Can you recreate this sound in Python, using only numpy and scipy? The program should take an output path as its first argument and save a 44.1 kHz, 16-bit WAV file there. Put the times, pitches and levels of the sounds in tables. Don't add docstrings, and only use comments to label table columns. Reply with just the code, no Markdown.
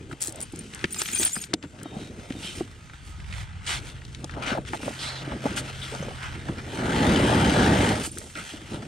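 import sys
import numpy as np
from scipy import signal
from scipy.fft import rfft, irfft, next_fast_len
from scipy.io import wavfile
from scipy.ndimage import uniform_filter1d

SR = 44100
rng = np.random.default_rng(int(sys.argv[2]) if len(sys.argv) > 2 else 0)


def inscribe(sig):
    pcm = np.round(np.clip(np.atleast_2d(sig).T, -1, 1) * 32767)
    wavfile.write(sys.argv[1], SR, pcm.astype(np.int16))


N = 391166

# [t/s, level/dB, grain fineness 0 coarse .. 2 finest]
SLIDE = [(6.6, -53, 0.24), (6.756, -33, 0.84), (6.794, -28.5, 0.26), (7.064, -19, 0.39), (7.56, -19, 0.37),
         (7.568, -17.5, 0.27), (7.902, -20.5, 0.63), (7.96, -26, 0.38), (8.07, -45.5, 0.46),
         (8.16, -91, 0.3)]
SLIDE_BOOM_DB, SLIDE_DECK_DB, SLIDE_GRAINS_DB = -2, -7.5, -10.5
# [t/s, shell level/dB, surface level/dB, grain fineness 0..2]
STIR = [(0, -56, -57, 0.49), (.5, -55, -57, 0.88), (.9, -56, -54, 1.4), (1.3, -75, -50, 1.8),
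        (1.5, -65, -55.5, 0.57), (1.59, -58, -65, 0.47), (1.7, -49, -59.5, 1.1), (2.07, -46, -59, 0.7),
        (2.5, -58, -49, 0.83), (2.8, -54.5, -55, 0.64), (3.55, -60.5, -51, 0.14), (4.3, -48.5, -55, 0.76),
        (4.63, -42.5, -62, 0.92), (4.72, -55, -68, 0.9), (5.1, -43, -41, 0.27), (5.6, -45, -54, 0.45),
        (5.78, -60, -44, 0.71), (6.4, -42.5, -48, 0.47), (6.7, -42.5, -49.5, 0.62), (8.1, -47, -52.5, 1.43),
        (8.5, -55, -52, 0.87), (8.87, -37, -51, 0.66)]
STIR_DECK_DB = -13.5
# [peak t/s, rise/s, fall/s, boom level/dB, deck level/dB]
SCRAPES = [(0.005, .03, 0.016, -36, -51), (.136, 0.18, 0.018, -42.5, -58), (.3, 0.39, 0.09, -48.5, -57),
           (.43, 0.21, 0.027, -46.5, -47.5), (.55, 0.037, 0.41, -39.5, -60), (.95, 0.072, 0.53, -43, -71),
           (1.205, 0.01, 0.089, -35.5, -43), (1.365, 0.0069, 0.091, -39, -63),
           (1.515, 0.033, 0.18, -37, -60), (1.65, 0.059, 0.04, -38.5, -65), (1.76, 0.054, 0.16, -40, -51),
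           (1.95, 0.085, 0.39, -39.5, -50.5), (2.2, 0.079, 0.28, -44, -50),
           (2.354, 0.083, 0.066, -34.5, -67), (2.6, 0.42, 0.19, -44.5, -54.5),
           (2.78, 0.067, 0.09, -51, -61), (3.33, 0.11, 0.17, -55, -57), (3.7, 0.052, 0.42, -44, -51.5),
           (4.246, 0.053, 0.024, -39, -45), (4.376, 0.047, 0.084, -35, -33.5),
           (4.522, 0.073, 0.082, -31.5, -31), (4.58, 0.023, 0.027, -30.5, -48),
           (4.71, 0.14, 0.23, -41.5, -66), (4.87, 0.048, 0.093, -34.5, -41), (5.03, 0.1, 1, -57, -45.5),
           (5.33, 0.078, 0.069, -34, -43), (5.46, 0.036, 0.11, -34, -36), (5.58, 0.1, 0.25, -37.5, -45),
           (5.941, 0.031, 0.04, -32, -35.5), (6.07, 0.35, 0.14, -40.5, -44), (6.5, 0.058, 0.07, -34, -39),
           (6.58, 0.065, 0.027, -38, -46), (8.01, 0.041, 0.03, -26, -62), (8.27, 0.2, 0.044, -48.5, -53.5),
           (8.38, 0.041, 0.086, -39.5, -46), (8.54, 0.019, 0.2, -41.5, -54),
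           (8.745, 0.058, 0.073, -28, -38)]
# [peak t/s, rise/s, fall/s, level/dB, grain fineness from 0]
SWEEPS = [(.125, 0.035, 0.023, -51.5, 1.5), (.41, 0.18, 0.14, -50.5, 0.91), (.57, 0.072, 0.22, -52, 1),
          (.75, 0.046, 0.23, -45.5, 0.14), (1.02, 0.04, 0.013, -32.5, 1.1), (1.1, 0.19, 0.1, -44, 1.2),
          (1.23, 0.026, 0.035, -31.5, 1.5), (1.44, 0.034, 0.017, -42, 1.8),
          (1.638, 0.021, 0.034, -43, 0.17), (1.88, 0.29, 0.16, -52, 0.13), (2.0, 0.11, 0.22, -49, 0.83),
          (2.2, 0.046, 0.094, -50.5, 0.61), (2.33, 0.085, 0.039, -49.5, 0.88),
          (2.46, 0.11, 0.1, -41.5, 1.26), (2.58, 0.13, 0.075, -43, 1.1), (3.08, 0.068, 0.085, -56.5, 1.9),
          (3.41, 0.21, 0.052, -43, 0.6), (3.71, 0.061, 0.098, -29, 0.72), (3.89, 0.12, 0.053, -46, 0.96),
          (4.31, 0.033, 0.34, -49.5, 0.1), (4.426, 0.008, 0.095, -37, 0.31),
          (4.508, 0.12, 0.091, -31.5, 0.12), (4.68, 0.018, 0.03, -40.5, 0.62),
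          (4.769, 0.11, 0.021, -42, 0.88), (4.84, 0.079, 0.41, -42, 0.9), (5.05, 0.092, 0.083, -36, 0.71),
          (5.33, 0.12, 0.041, -43, 0.089), (5.49, 0.14, 0.14, -38, 0.52), (5.58, 0.022, 0.033, -29, 0.63),
          (5.7, 0.23, 0.044, -41.5, 0.57), (5.83, 0.027, 0.33, -44, 0.9), (6.25, 0.12, 0.078, -38, 0.15),
          (6.36, 0.11, 0.021, -42, 0.16), (6.49, 0.07, 0.061, -46.5, 0.42), (6.59, 0.037, 0.04, -39.5, 0.1),
          (8.05, 0.12, 0.04, -38, 1.1), (8.18, 0.14, 0.23, -39.5, 3.3), (8.37, 0.023, 0.2, -45, 1.2),
          (8.5, 0.12, 0.12, -43, 0.91), (8.75, 0.13, 0.06, -44.5, 0.65), (8.831, 0.012, 0.015, -39.5, 0.17)]
# [f/Hz, level/dB per Hz]
HULL_BOOM = [(29, -41), (50, -9), (108, -2.5), (140, -6), (211, -3.5), (296, -5.5), (480, -13), (620, -37),
             (1060, -120)]
# [f/Hz, level/dB per Hz]
DECK_PANELS = [(250, -6), (430, -3), (590, 4), (668, 0), (852, -6), (1030, -3.5), (1150, -5.5), (1500, -17),
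               (2530, -120)]
# [f/Hz, level/dB per Hz]
COARSE_GRAINS = [(620, -10), (1050, 6), (1170, 4), (1530, 6), (1850, 2.5), (2020, 3.5), (2400, -7.5),
                 (2600, -24), (3380, -100)]
# [f/Hz, level/dB per Hz]
FINE_GRAINS = [(1470, -21), (2500, -5.5), (3130, -4), (4900, -17), (6370, -22.5), (10800, -120)]
# [f/Hz, level/dB per Hz]
FINEST_GRAINS = [(2530, -19), (4300, -8.5), (5220, -6), (8800, -8.5), (10400, -8.5), (11100, -15.5),
                 (12000, -10.5), (13900, -15.5), (15400, -22), (16200, -65)]
# [f/Hz, gain/dB]
KEEL = [(100, 2), (690, -2), (850, 5), (1100, -1), (1530, 1), (1800, 1.5), (2400, -2), (3000, -0.5),
        (5500, -1), (16000, 0.5)]
GRAIN_SPREAD_DB = 5.5


def rubbing():
    t = np.arange(N) / SR
    outside_s = np.maximum(np.maximum(SLIDE[0][0] - t, t - SLIDE[-1][0]), 0)
    slide_db = along(SLIDE, 1) - 200 * outside_s
    shell_db, surface_db = along(STIR, 1), along(STIR, 2)
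    scrapes, sweeps = np.array(SCRAPES), np.array(SWEEPS)

    drag = grains(per_s=130, spread_db=0.86, grain_s=0.017, steady=0.64)
    boom = evened(colour(drag, HULL_BOOM)) * amp(slide_db + SLIDE_BOOM_DB)
    bumps = grains(per_s=70, spread_db=3.8, grain_s=0.017, steady=0.3)
    boom = boom + evened(colour(bumps, HULL_BOOM)) * pressure([shell_db], scrapes, scrapes[:, 3])

    jolts = grains(per_s=200, spread_db=2.8, grain_s=0.004, steady=1.3)
    panels = evened(colour(patchy(jolts, 1.6), DECK_PANELS))
    deck = panels * pressure([shell_db + STIR_DECK_DB], scrapes, scrapes[:, 4])
    dragged = panels * amp(slide_db + SLIDE_DECK_DB)

    sand = patchy(grains(per_s=600, spread_db=2.7, grain_s=0.0018, steady=1.1), 1.9)
    hiss = 0
    for size, spectrum in enumerate([COARSE_GRAINS, FINE_GRAINS, FINEST_GRAINS]):
        sifted = evened(colour(sand, spectrum))
        stir_db = surface_db + size_loss_db(size, along(STIR, 3))
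        sweep_db = sweeps[:, 3] + size_loss_db(size, sweeps[:, 4])
        hiss = hiss + sifted * pressure([stir_db], sweeps, sweep_db)
        slid_db = slide_db + SLIDE_GRAINS_DB + size_loss_db(size, along(SLIDE, 2))
        dragged = dragged + sifted * amp(slid_db)
    return boom + deck + hiss + colour(dragged, KEEL)


def size_loss_db(size, fineness):
    return -GRAIN_SPREAD_DB * (size - fineness) ** 2


def pressure(steady_db, strokes, levels_db):
    power = np.zeros((1, N + SR))
    for (peak_s, rise_s, fall_s), db in zip(strokes[:, :3], levels_db):
        add(power, peak_s, (amp(db) * stroke(rise_s, fall_s)) ** 2)
    steady = sum(amp(db) ** 2 for db in steady_db)
    return np.sqrt(power[0, SR // 2:N + SR // 2] + steady)


def stroke(rise_s, fall_s):
    late_s = np.arange(-SR // 2, SR // 2) / SR
    return amp(-20 * abs(late_s / np.where(late_s < 0, rise_s, fall_s)) ** 1.54)


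def grains(per_s, spread_db, grain_s, steady):
    sizes = amp(spread_db * np.minimum(rng.exponential(1, N), 5))
    hits = sizes * (rng.random(N) < per_s / SR)
    fall = np.exp(-1 / (grain_s * SR))
    puffs = evened(np.sqrt(signal.lfilter([1], [1, -fall], hits ** 2)))
    return (steady + puffs) * rng.standard_normal((2, N))


def patchy(pair, depth_db):
    z = signal.stft(pair, nperseg=512, noverlap=384)[2]
    patches = uniform_filter1d(rng.standard_normal(z.shape[1:]), size=3, axis=0)
    patches = uniform_filter1d(patches, size=30, axis=1)
    return signal.istft(z * amp(depth_db * evened(patches)), nperseg=512, noverlap=384)[1][:, :N]


# [t/s, level/dB, base f/Hz]
THUDS = [(0.131, -35, 315), (0.282, -34.5, 340), (0.535, -32.5, 317), (0.841, -23, 375), (0.847, -27, 166),
         (1.015, -36, 358), (1.198, -29, 366), (1.369, -32.5, 203), (1.538, -18, 307), (1.639, -32, 292),
         (1.856, -32, 340), (1.967, -28, 228), (2.305, -26.5, 250), (2.351, -34.5, 314),
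         (2.445, -34.5, 189), (2.608, -20, 331), (4.24, -36.5, 325), (4.336, -37, 149), (4.472, -30, 260),
         (4.518, -22.5, 243), (4.53, -28, 405), (4.733, -30, 356), (4.832, -30, 237), (4.865, -31, 316),
         (4.902, -34, 282), (5.276, -29, 300), (5.316, -35, 220), (5.333, -32, 230), (5.363, -32, 306),
         (5.455, -19.5, 242), (5.466, -29.5, 333), (5.519, -32, 315), (5.6, -35, 251), (5.922, -31.5, 490),
         (6.002, -27, 149), (6.025, -32, 570), (6.083, -30.5, 507), (6.11, -37, 780), (6.492, -24.5, 148),
         (8.073, -32, 292), (8.537, -34, 282), (8.744, -28, 145), (8.823, -38, 239)]
# [ratio to base f, level/dB]
SHELL_MODES = [(0.649, -1.5), (0.999, 10.5), (1.55, -11.5), (2.3, -0.5), (3.3, -3.5)]


def thuds():
    out, t = np.zeros((2, N)), np.arange(SR // 5) / SR
    chance = rng.random((len(THUDS), len(SHELL_MODES), 2))
    for (s, db, base_hz), luck in zip(THUDS, chance):
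        ring = 0
        for (ratio, mode_db), (detune, phase) in zip(SHELL_MODES, luck):
            hz = base_hz * ratio * (0.893 + 0.22 * detune)
            t60_s = 0.039 * (250 / hz) ** 0.4
            ring = ring + amp(mode_db - 60 * t / t60_s) * np.sin(2 * np.pi * (hz * t + 0.59 * phase))
        add(out, s, amp(db) * ring * (1 - np.exp(-t / 0.0019)))
    return out


# [t/s, peak level/dB, centre f/Hz]
SNAPS = [(0.112, -29.5, 1260), (0.128, -28, 1380), (0.2727, -14.5, 7700), (.2822, -21, 8000),
         (0.294, -26, 7000), (0.324, -25, 8520), (0.359, -29, 8800), (0.405, -20.5, 9000),
         (0.414, -21.5, 8820), (0.524, -34, 8930), (0.56, -28, 7450), (0.591, -27, 8830),
         (0.737, -24, 2860), (0.748, -22, 7700), (0.793, -27, 3040), (0.812, -29, 2610), (0.8419, -9, 1830),
         (0.855, -23, 2440), (0.908, -31, 8860), (0.963, -28, 1300), (1.017, -17, 1550),
         (1.018, -12.5, 5470), (1.058, -21, 2300), (1.087, -20.5, 2210), (1.233, -14, 5000),
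         (1.251, -8.5, 13500), (1.364, -22.5, 1300), (1.439, -25, 3750), (1.534, -15.5, 1500),
         (1.538, -6, 3670), (1.627, -26, 2440), (1.789, -37, 2270), (1.8, -38, 3150), (1.814, -35, 1300),
         (1.832, -30.5, 9000), (1.858, -31, 750), (2.305, -29.5, 1820), (2.323, -26, 2450),
         (2.603, -34, 830), (2.898, -30, 1490), (2.935, -33.5, 1430), (3.202, -32, 2100),
         (3.244, -34, 2000), (3.326, -24.5, 2190), (3.338, -26, 2200), (3.367, -42, 1100),
         (4.018, -34, 1540), (4.051, -31, 3600), (4.128, -45, 5500), (4.148, -24, 3020), (4.243, -31, 755),
         (4.244, -21.5, 4430), (4.295, -28, 1420), (4.311, -34, 4000), (4.339, -27, 1480),
         (4.374, -33, 680), (4.421, -30, 1290), (4.531, -15, 1200), (4.55, -20, 600), (4.575, -20, 640),
         (4.583, -21, 634), (4.651, -33, 1960), (4.734, -16.5, 1210), (4.745, -21.5, 584),
         (4.802, -32.5, 650), (4.831, -26.5, 970), (4.879, -18, 626), (4.909, -28, 886), (5.319, -23, 738),
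         (5.441, -28.5, 450), (5.457, -17.5, 473), (5.553, -31, 950), (5.7, -32, 550), (5.456, -18, 735),
         (5.464, -18.5, 710), (5.949, -29, 1120), (5.95, -29, 5000), (6.025, -31, 703), (6.083, -29, 950),
         (6.487, -24, 890), (8.173, -28, 1740), (8.215, -33, 1500), (8.299, -36, 2190),
         (8.354, -27.5, 3400), (8.185, -21, 8850), (8.827, -35, 746)]


def snaps():
    out, t = np.zeros((2, N)), np.arange(SR // 10) / SR
    noise = rng.standard_normal((len(SNAPS), 2, len(t)))
    for (s, db, hz), grit in zip(SNAPS, noise):
        t60_s = 0.024 * (2000 / hz) ** 0.4
        drive = grit * amp(-60 * t / t60_s) + 4.5 * (t == 0)
        tone = hump(drive, hz, 0.95) + 0.0097 * drive
        add(out, s, amp(db) * tone / abs(tone[0]).max())
    return out


# [t/s, length/s, level/dB, centre f/Hz, width/octaves]
BRUSHES = [(0.204, 0.0081, -38, 6000, 3.6), (0.207, 0.11, -35, 7300, 3.1), (0.42, 0.023, -39.5, 8000, 2.4),
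           (1.915, .12, -46.5, 740, .4), (1.982, 0.11, -51, 3920, 0.12), (2.427, 0.13, -36.5, 3030, 0.43),
           (3.663, 0.14, -32.5, 2760, 1.17), (4.462, 0.073, -30.5, 2290, .9),
           (4.659, 0.063, -45, 2480, 1.5), (4.989, 0.18, -35, 4000, 0.48), (5.153, 0.085, -40, 3800, 0.38),
           (5.561, 0.055, -32.5, 2950, 3.8), (5.816, 0.067, -36, 3270, .25), (7.157, 0.032, -29, 3140, .4),
           (8.033, 0.067, -38.5, 8000, 1.1), (8.353, 0.09, -38, 1510, .3), (8.354, 0.088, -37.5, 2060, .3)]


def brushes():
    out = np.zeros((2, N))
    sweep = patchy(grains(per_s=600, spread_db=2.5, grain_s=0.002, steady=1.2), 3.0)
    for s, length_s, db, hz, octaves in BRUSHES:
        noise = sweep[:, round(s * SR):round((s + length_s) * SR)]
        u = np.linspace(0, 1, noise.shape[1])
        envelope = np.minimum(u * length_s / 0.002, 1) * (1 - u ** 3)
        add(out, s, amp(db) * evened(hump(noise, hz, octaves)) * envelope)
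    return out


# [t/s, level/dB, first gap/s, gap growth per slip, loss per slip from the third/dB]
CREAKS = [(.2175, -12.5, .0037, 1.25, 2.6)]


def creaks():
    out, t, k = np.zeros((2, N)), np.arange(200) / SR, np.arange(7)
    for s, db, gap_s, growth, fade_db in CREAKS:
        slips_s = s + gap_s * (growth ** k - 1) / (growth - 1)
        for slip_s, slip_db in zip(slips_s, db - fade_db * abs(k - 2)):
            drive = amp(-60 * t / 0.004) * rng.standard_normal((2, 200)) + 4 * (t == 0)
            add(out, slip_s, amp(slip_db) * hump(drive, 7000, 1.3))
    return out


# [t/s, level/dB]
SHAKE = [(0.9, -38), (0.93, -29.5), (0.972, -36.5), (0.984, -32), (1.078, -30.5), (1.26, -20),
         (1.276, -29.5), (1.444, -38), (1.46, -56)]


def shaking():
    return amp(along(SHAKE, 1)) * (abs(np.arange(N) / SR - 1.18) < 0.27)


# [f/Hz, level/dB, t60/s]
CLIP_MODES = [(2450, 1, 0.044), (3273, -5, 0.055), (4070, -10, .05), (5012, -14, 0.16), (5760, -13, .05),
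              (6223, -11, 0.062), (6751, 0, 0.1), (7205, -5, 0.073), (7704, -12, 0.099), (8409, -3.5, 0.16),
              (8823, 0, 0.061), (8926, 0.5, 0.058), (10230, -5, 0.19), (10620, -2, 0.08),
              (11356, -11, 0.077), (11746, -2, 0.056), (12150, -7, 0.06), (12650, -1, .07),
              (13146, -5, .05), (13765, -2, 0.06), (13990, -3, 0.046), (14750, -1, 0.065),
              (15057, 8, 0.052), (15200, 4, .06), (15560, 6, .05)]
# [t/s, level/dB, ringing f/Hz]
CLINKS = [(.423, -29, 8930), (0.589, -35.5, 8823), (.925, -27, 8823), (.928, -28, 13765), (.962, -40, 5012),
          (1.06, -31, 6223), (1.088, -27, 11356), (1.09, -32, 12650), (.984, -23, 7205), (.98, -36, 8409),
          (1.047, -29, 11356), (1.047, -29, 11746), (1.13, -27, 7205), (1.147, -19.5, 8926),
          (1.15, -23, 3273), (1.186, -22, 6223), (1.187, -22, 10230), (1.187, -32, 14750),
          (1.197, -29, 12150), (1.203, -29, 7704), (1.203, -31, 15057), (1.205, -34, 13765),
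          (1.208, -34, 11746), (1.228, -26, 7704), (1.251, -33, 13146), (1.25, -27, 15057),
          (1.203, -26, 10230), (1.215, -32, 8409), (1.249, -12, 8823), (1.256, -19.5, 3273),
          (1.263, -37, 5012), (1.272, -29, 7205), (1.265, -34, 10620), (1.33, -24.5, 7205),
          (1.342, -30.5, 8409), (1.332, -23, 10620), (1.33, -32, 6751), (1.342, -32, 9700),
          (1.352, -36, 5012), (1.398, -31, 11356), (1.405, -30, 6751), (6.027, -37, 6223),
          (8.115, -39, 8823)]


def clips():
    out, t = np.zeros((2, N)), np.arange(SR // 4) / SR
    shake = shaking() * amp(-1.5)
    for hz, db, t60_s in CLIP_MODES:
        touches = (rng.random(N) < 35 / SR) * amp(-14.0 * rng.random(N)) * shake
        ring = amp(db - 60 * t / t60_s) * np.sin(2 * np.pi * (hz * t + 0.6 * rng.random((2, 1))))
        out += signal.oaconvolve(touches[None], ring, axes=1)[:, :N]
    decays = [(f, t60_s) for f, _, t60_s in CLIP_MODES]
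    for s, db, hz in CLINKS:
        swing = 1 + 0.5 * np.sin(2 * np.pi * (rng.uniform(30, 90) * t + rng.random((2, 1))))
        ring = np.sin(2 * np.pi * (hz * t + 0.6 * rng.random((2, 1)))) * (1 - np.exp(-t / 0.001))
        add(out, s, amp(db - 60 * t / read(decays, hz)) * swing * ring)
    return out * (1 + 0.4 * evened(uniform_filter1d(rng.standard_normal(N), size=300)))


def rattle():
    ticks = evened(hump(grains(per_s=120, spread_db=3.6, grain_s=0.002, steady=0.08), 3000, 3))
    chinks = pebbles(per_s=600, low_hz=1500, high_hz=6500, cycles=16, spread_db=2.2)
    return (amp(-10.0) * ticks + amp(-16.0) * chinks) * shaking()


def pebbles(per_s, low_hz, high_hz, cycles, spread_db):
    out, t = np.zeros((2, N)), np.arange(1500) / SR
    for hz in np.geomspace(low_hz, high_hz, 24) * rng.uniform(0.95, 1.05, 24):
        sizes = amp(spread_db * np.minimum(rng.exponential(1, N), 4))
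        hits = sizes * (rng.random(N) < per_s / 24 / SR)
        ring = np.exp(-t * hz / cycles) * np.sin(2 * np.pi * (hz * t + rng.random((2, 1))))
        out += signal.oaconvolve(hits[None], ring / np.linalg.norm(ring[0]), axes=1)[:, :N]
    return evened(out)


# [t/s, length/s, level/dB, start f/Hz, end f/Hz]
WHISTLES = [(1.56, .17, -66, 7400, 7460), (1.79, .22, -54, 3170, 3100), (1.834, .15, -51, 3745, 3700),
            (1.96, .15, -53, 3720, 3780), (2.221, .055, -57, 5400, 5300), (2.345, .12, -50, 3680, 3620),
            (2.749, .021, -52, 2930, 2830), (2.76, .2, -58, 1260, 1256), (3.02, .24, -57, 1290, 1230)]


def whistles():
    out = np.zeros((2, N))
    for s, length_s, db, start_hz, end_hz in WHISTLES:
        hz = np.linspace(start_hz, end_hz, round(length_s * SR))
        hz = hz + 16 * evened(uniform_filter1d(rng.standard_normal(len(hz)), size=400))
        broken = 1 + 0.25 * evened(uniform_filter1d(rng.standard_normal(len(hz)), size=500))
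        tone = np.sin(2 * np.pi * np.cumsum(hz) / SR)
        add(out, s, amp(db) * broken * tone * signal.windows.tukey(len(hz), 0.4))
    return out


# [t/s, level/dB]
WIND = [(0.0, -47), (1.88, -54.5), (2.0, -48.5), (2.99, -47.5), (3.29, -35.5), (3.8, -42), (4.62, -43),
        (4.84, -50), (6.17, -41.5), (6.45, -42), (7.16, -51), (7.98, -70), (8.05, -43), (8.45, -53),
        (8.87, -53)]
# [f/Hz, level/dB per Hz]
GUST = [(11, -32), (18, -14), (54, -1), (89, 2), (142, -7), (178, -14.5), (199, -14), (260, -42),
        (340, -72)]


def wind():
    gusts = evened(colour(grains(per_s=30, spread_db=3.5, grain_s=0.031, steady=1.8), GUST))
    flutter = colour(gusts[1], [(1, -1), (40, -2), (85, -9), (180, -30)])
    return (gusts[0] + flutter * np.array([[1], [-1]])) * amp(along(WIND, 1))


# [t/s, level/dB]
MOTOR = [(3.5, -62), (3.75, -45), (4.62, -40), (4.78, -47.5), (5.21, -37), (6.36, -43.5), (6.9, -36)]
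MOTOR_HZ = 132.4


def motor():
    t = np.arange(N) / SR
    waver = 1 + 3.4 * uniform_filter1d(rng.standard_normal(N), size=4000)
    fade = np.clip(np.minimum(t - MOTOR[0][0], MOTOR[-1][0] - t) / 0.22, 0, 1)
    return amp(along(MOTOR, 1)) * waver * fade * np.sin(2 * np.pi * MOTOR_HZ * t)


# [f/Hz, level/dB per Hz]
SHORE = [(59, -31), (100, -5), (143, 14), (461, -34), (818, -31), (1080, -33.5), (1280, -40), (1680, -27),
         (3190, -64), (5900, -17), (8460, -22), (14100, -65), (16000, -78)]
SHORE_DB = -57


def shore():
    hush = patchy(rng.standard_normal((2, N)), 1.5)
    return ports(evened(colour(hush, SHORE))) * amp(SHORE_DB)


# [f/Hz, gain/dB]
WIDTH = [(60, -35.5), (110, -47), (200, -13), (380, -4.5), (700, 12), (1290, 17.5), (2380, 8), (4400, 8),
         (8120, 17), (15000, 12.5)]
# [f/Hz, lead/rad]
TURN = [(700, 1.67), (1000, 1.04), (1250, -0.81), (1600, -0.47), (2400, -0.73), (5000, 1.15), (8500, 1.55)]


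def ports(pair):
    size = next_fast_len(N, True)
    lead = np.exp(1j * read(TURN, np.fft.rfftfreq(size, 1 / SR)))
    turned = irfft(rfft(pair[0], size) * lead, size)[:N]
    width = [(1, WIDTH[0][1])] + list(WIDTH) + [(SR, WIDTH[-1][1])]
    side = colour(0.12 * pair[1] + 0.098 * turned, width)
    return np.array([pair[0] + side, pair[0] - side])


def amp(db):
    return 10 ** (np.asarray(db) / 20)


def evened(x):
    return x / np.sqrt(np.mean(x ** 2) + 1e-20)


def read(points, hz):
    f, value = np.transpose(points)
    return np.interp(np.log(hz + 1), np.log(f + 1), value)


def along(table, column):
    rows = np.array(table)
    return np.interp(np.arange(N) / SR, rows[:, 0], rows[:, column])


def colour(x, points):
    size = next_fast_len(x.shape[-1], True)
    hz = np.fft.rfftfreq(size, 1 / SR)
    below = np.maximum(np.log2(points[0][0] / (hz + 1)), 0)
    above = np.maximum(np.log2((hz + 1) / points[-1][0]), 0)
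    gain = amp(read(points, hz) - 4.2 * (below + above))
    return irfft(rfft(x, size) * gain, size)[..., :x.shape[-1]]


def hump(pair, hz, octaves):
    b, a = signal.iirpeak(np.clip(hz, 100, 15000), 1 / np.clip(octaves, 0.1, 3), SR)
    return signal.lfilter(b, a, signal.lfilter(b, a, pair))


def add(mix, s, sound):
    part = mix[:, round(s * SR):][:, :sound.shape[-1]]
    part += sound[..., :part.shape[1]]


# [t/s, left minus right/dB]
SIDE_OF_BOAT = [(0.0, 0.5), (0.76, -1), (1.6, 0.5), (3.43, -6.5), (3.51, -4), (4.47, 0), (5.06, -4.5),
                (5.88, -1), (6.25, -5), (7.34, -0.5), (8.25, -3.5), (8.87, -2.5)]


def scene():
    lean_db = along(SIDE_OF_BOAT, 1) / 2
    boat = ports(rubbing() + snaps() + creaks() + brushes() + rattle())
    boat = boat + clips() * amp([[1.5], [-1.5]])
    low = colour(boat, [(1, 0), (500, 0), (900, -30)])
    leaning = (boat - low) * amp([lean_db, -lean_db])
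    return low + leaning + thuds() + whistles() + wind() + motor() + shore()


# [f/Hz, gain/dB]
HOUSING = [(850, 0), (1060, -8.5), (1300, -1), (1700, -2.5), (6000, -1.5), (8800, 5.5), (10000, -3.5),
           (11200, -5.5), (15000, -12.5)]
EDGE_HZ = 15900


def record(dry):
    power = (dry ** 2).mean(0)
    quick_db = 10 * np.log10(abs(uniform_filter1d(power, 200)) + 1e-12)
    slow_db = 10 * np.log10(abs(uniform_filter1d(power, 12000)) + 1e-12)
    over_db = np.maximum(quick_db - slow_db - 4.5, 0)
    fall_db = np.arange(N) * 31.0 / SR
    held_db = np.maximum.accumulate(over_db + fall_db) - fall_db
    smooth_db = signal.lfilter([0.004], [1, 0.004 - 1], held_db)
    dipped = dry / amp(0.16 * smooth_db)
    heard = colour(dipped, [(1, 0)] + list(HOUSING) + [(SR, HOUSING[-1][1])])
    limited = 0.7 * np.tanh(heard / 0.7)
    lowpass = signal.firwin(511, EDGE_HZ, window=("kaiser", 9), fs=SR)
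    return signal.oaconvolve(limited, lowpass[None], "same")


dry = scene()
out = record(dry)
inscribe(out)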